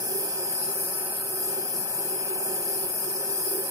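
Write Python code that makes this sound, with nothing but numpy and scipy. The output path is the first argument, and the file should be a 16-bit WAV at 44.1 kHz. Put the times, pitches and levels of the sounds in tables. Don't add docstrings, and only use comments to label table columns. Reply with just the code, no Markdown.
import sys
import numpy as np
from scipy import signal
from scipy.fft import rfft, irfft
from scipy.io import wavfile
from scipy.ndimage import uniform_filter1d, map_coordinates

SR = 44100
rng = np.random.default_rng(int(sys.argv[2]) if len(sys.argv) > 2 else 0)


def put_to_file(sound):
    columns = np.atleast_2d(sound).T
    safe = np.clip(columns, -1, 1)
    whole_steps = np.round(safe * 32767)
    wavfile.write(sys.argv[1], SR, whole_steps.astype(np.int16))


def voltage_ratio(level):
    return 10 ** (np.asarray(level, float) / 20)


N = 163170
T = np.arange(N) / SR
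HZ = np.fft.rfftfreq(N, 1 / SR)[1:]

# start_s, hum_level_db, jet_level_db, jet_pan_db (left minus right)
FLAME = [(0.0, -40, -32.5, 6), (0.26, -34.5, -31, 3), (0.31, -46, -33, 4), (0.48, -32.5, -33.5, 5),
         (0.58, -49, -31.5, 5), (0.7, -38.5, -32, 5.5), (1.39, -44, -33.5, 4), (1.53, -33.5, -32, 5.5),
         (1.95, -51.5, -33, 7), (2.0, -37, -32, 6.5), (2.83, -37, -33, 5.5), (3.03, -43.5, -32.5, 7.5),
         (3.072, -35.5, -33, 4), (3.452, -39.5, -31, 6.5), (3.55, -25.5, -32, 5), (3.7, -44, -34, 1.5)]


def level(x, db):
    return x * voltage_ratio(db) / np.sqrt(np.mean(x ** 2))


def on_log(table):
    hz, value = np.array(table, float).T
    return np.interp(np.log(HZ), np.log(hz), value)


def walk(rate_hz):
    hold = int(SR / rate_hz)
    held = np.repeat(rng.standard_normal(N // hold + 1), hold)
    return 1.035 * uniform_filter1d(uniform_filter1d(held, hold), hold)[:N]


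def notch_gain():
    # pitch_hz, width_hz, left_depth_db, right_depth_db
    notches = [(3680, 200, -4, -4), (3950, 120, -4, -4), (4600, 250, -3, -3), (5520, 200, -5, -6),
               (6350, 200, -4, -4), (7050, 150, -4, -3), (7790, 250, -7, -7), (9070, 130, -10, -7),
               (12900, 500, -4, 0), (13500, 500, 0, -4)]
    db = 0
    for hz, width_hz, left_db, right_db in notches:
        db = db + np.outer([left_db, right_db], np.exp(-(2 * (HZ - hz) / width_hz) ** 2))
    return np.pad(voltage_ratio(db), ((0, 0), (1, 0)))


def hearing():
    # pitch_hz, share (0-1)
    alike = [(100, .96), (950, .95), (1300, .55), (2000, .9), (2600, .25), (3500, .42), (5500, .25),
             (8000, .45), (12000, .5)]
    # pitch_hz, lead_radians
    lead = [(100, 0.), (750, -.3), (1100, -1.5), (1500, -1.3), (2000, -3.1), (4300, -3.2), (6000, -6.2),
            (10000, -9.3)]
    shared = np.sqrt(np.clip(on_log(alike), 0, 1))
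    turn = np.exp(0.5j * on_log(lead))
    return np.sqrt(shared) * np.array([turn, 1 / turn]), np.sqrt(1 - shared)


def ports(gain, how=None):
    shared, own = how or hearing()
    z = rng.standard_normal((3, 2 * len(HZ))).view(complex)
    spectrum = gain * (shared * z[0] + own * z[1:])
    return irfft(np.pad(spectrum, ((0, 0), (1, 0))), N)


def rung(rows, steepness, flicker_db, flicker_hz):
    how = hearing()
    modes = []
    for hz, width_hz, db, pan_db in rows:
        detuning = (HZ - hz * hz / HZ) / width_hz
        noise = ports(voltage_ratio(db) * (1 + detuning ** 2) ** -steepness, how)
        flicker = voltage_ratio(flicker_db * walk(flicker_hz))
        modes.append(noise * flicker * voltage_ratio(np.array([[pan_db], [-pan_db]]) / 2))
    return modes


def shop():
    # pitch_hz, density_db (per Hz)
    air = [(25, -25), (60, 5.5), (90, 9.5), (130, -6), (500, 0.5), (2000, -21.5), (7000, -7), (15000, -51)]
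    return level(ports(voltage_ratio(on_log(air))), -54)


def bench(x):
    # delay_s, level_db
    echoes = [(.0031, -6.5), (.0047, -5.5), (.0073, -7), (0.0112, -9.5)]
    echo_sway_s, port_sway_s, echo_rate_hz = 1.1e-4, 4e-5, 6.5
    y = x
    for delay_s, db in echoes:
        path_s = delay_s + echo_sway_s * walk(echo_rate_hz)
        late = []
        for port in x:
            heard_at = (T - path_s - port_sway_s * walk(echo_rate_hz)) * SR
            late.append(map_coordinates(port, [heard_at], order=2, mode="mirror", prefilter=False))
        y = y + voltage_ratio(db) * np.array(late)
    return y * np.std(x) / np.std(y)


def roar():
    # pitch_hz, width_hz, level_db, pan_db (left minus right)
    tube = [(126.7, 28.7, -14.5, -2), (190, 80, -14, 0), (237, 27, -18, 14), (380.7, 48, -1, -7),
            (545.8, 59, -9, -0.5), (645, 70, -16, -11.5), (775, 127, -10.5, 0), (955, 250, -14.5, -2),
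            (1278, 88, -14.5, 0), (1538, 130, -15.5, -3.5), (1773, 125, -13.5, 3), (2227, 610, -30, 0),
            (2442, 500, -20, -4), (3291, 900, -28.5, 6)]
    t, hum_db = np.array(FLAME).T[:2]
    modes = rung(tube, 0.88, 1.0, 4.8)
    strongest = int(np.argmax(np.array(tube)[:, 2]))
    hum_follow = 0.63
    swell_db = hum_follow * (np.interp(T, t, hum_db) - np.mean(hum_db))
    modes[strongest] = modes[strongest] * voltage_ratio(swell_db)
    return level(sum(modes), -36)


def jet():
    # pitch_hz, width_hz, level_db, pan_db (left minus right)
    nozzle = [(4281, 600, -19.5, -4.5), (5064, 450, -8.5, -3.5), (5820, 900, -19, -7.5),
              (7100, 1400, -18.5, 5.5), (8170, 360, -9, -4.5), (8734, 290, -6, -6), (9583, 680, -5, 5),
              (10360, 730, -3, 7.5), (10960, 610, -2, -4), (11600, 870, 0.5, 4.5), (12490, 600, -8, 7),
              (13860, 800, -8.5, 10.5), (14850, 880, -5.5, 5.5), (15430, 430, -13.5, -3)]
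    sway_s, sway_rate_hz = 3e-5, 3.5
    t, _, db, pan_db = np.array(FLAME).T
    hiss = level(sum(rung(nozzle, 0.96, 1.7, 11.0)), 4.5)
    left, right = hiss * voltage_ratio(np.interp(T, t, db) + 0.68 * walk(17.0))
    heard_at = (T + sway_s * walk(sway_rate_hz)) * SR
    left = map_coordinates(left, [heard_at], order=4, mode="mirror")
    turn = voltage_ratio((np.interp(T, t, pan_db) - np.mean(pan_db)) / 2)
    return np.array([left * turn, right / turn])


def scene():
    torch = roar() + bench(jet() + shop())
    return irfft(rfft(torch) * notch_gain(), N)


def phone_grain(x, coarse_db, shift, size=1024):
    # pitch_hz, step_db
    coarseness = [(100, -45), (1400, -22), (2000, -7.5), (3100, -6.5), (4200, -5.5), (5000, -2.5),
                  (7800, -.5), (12000, -4.5), (15500, -3)]
    # time_s, thrift_db (added to the level under which a band is lost)
    thrift = [(0, -1), (.3, -1), (.42, 2.5), (.55, -1), (1.0, .5), (1.45, .5), (1.52, -4), (1.68, -4),
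              (1.72, 1.5), (2.12, 1), (2.2, -1), (2.5, 3), (2.6, -4), (2.8, -3), (2.97, 2), (3.1, -1),
              (3.4, 0), (3.7, -3)]
    thrift_share, scatter_db, dead_zone = 0.35, 1.8, 0.4
    drop_db, weaker_db = -13.5, -1.5
    n, k = np.arange(2 * size), np.arange(size) + 0.5
    window = np.sin(np.pi * (n + 0.5) / (2 * size))
    basis = window[:, None] * np.cos(np.pi / size * np.outer(n + 0.5 + size / 2, k))
    turn = np.array([[1, 0.97], [1, -1]]) / np.sqrt(2)
    padding = ((0, 0), (size + shift, 2 * size - (N + shift) % size))
    halves = np.pad(turn @ x, padding, "reflect").reshape(2, -1, size)
    lines = np.concatenate([halves[:, :-1], halves[:, 1:]], axis=2) @ basis

    edges = np.r_[0:96:8, 96:144:12, 144:176:16, 176:216:20, 216:264:24, 264:320:28, 320:size:32]
    wide = np.diff(np.r_[edges, size])
    centre_hz = (edges + wide / 2) * SR / 2 / size
    hz, db = np.array(coarseness, float).T
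    frame_s = (np.arange(lines.shape[1]) * size - shift) / SR
    thrift_db = np.interp(frame_s, *np.array(thrift).T)[:, None]
    step_db = np.interp(np.log(centre_hz), np.log(hz), db) + coarse_db + thrift_share * thrift_db
    step_db = step_db + scatter_db * rng.standard_normal((lines.shape[1], len(edges)))
    step = np.std(lines) * voltage_ratio(step_db)

    rms = np.sqrt(np.add.reduceat(lines ** 2, edges, axis=2) / wide)
    keep = (rms > step * voltage_ratio(drop_db + thrift_db)) | (rms > rms[::-1] * voltage_ratio(weaker_db))
    step, keep = np.repeat(step, wide, axis=1), np.repeat(keep, wide, axis=2)
    rounded = keep * np.sign(lines) * step * np.floor(np.abs(lines) / step + dead_zone)
    frames = rounded @ basis.T * 2 / size
    joined = frames[:, 1:, :size] + frames[:, :-1, size:]
    return turn @ joined.reshape(2, -1)[:, shift:shift + N]


def roll_off(x):
    return signal.sosfilt(signal.butter(12, 16650, fs=SR, output="sos"), x)


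def record(dry):
    mix = signal.sosfilt(signal.butter(4, 101, "high", fs=SR, output="sos"), dry)
    rumble = ports(1 / (1 + (HZ / 120) ** 4))
    mix = mix + level(rumble, -75.5)
    mix = signal.sosfilt(signal.ellip(10, 0.2, 70, 15560, fs=SR, output="sos"), mix)
    mix = phone_grain(mix, -2.5, shift=590)
    mix = phone_grain(mix, 0, shift=109)
    return roll_off(mix)


dry = scene()
out = record(dry)
put_to_file(out)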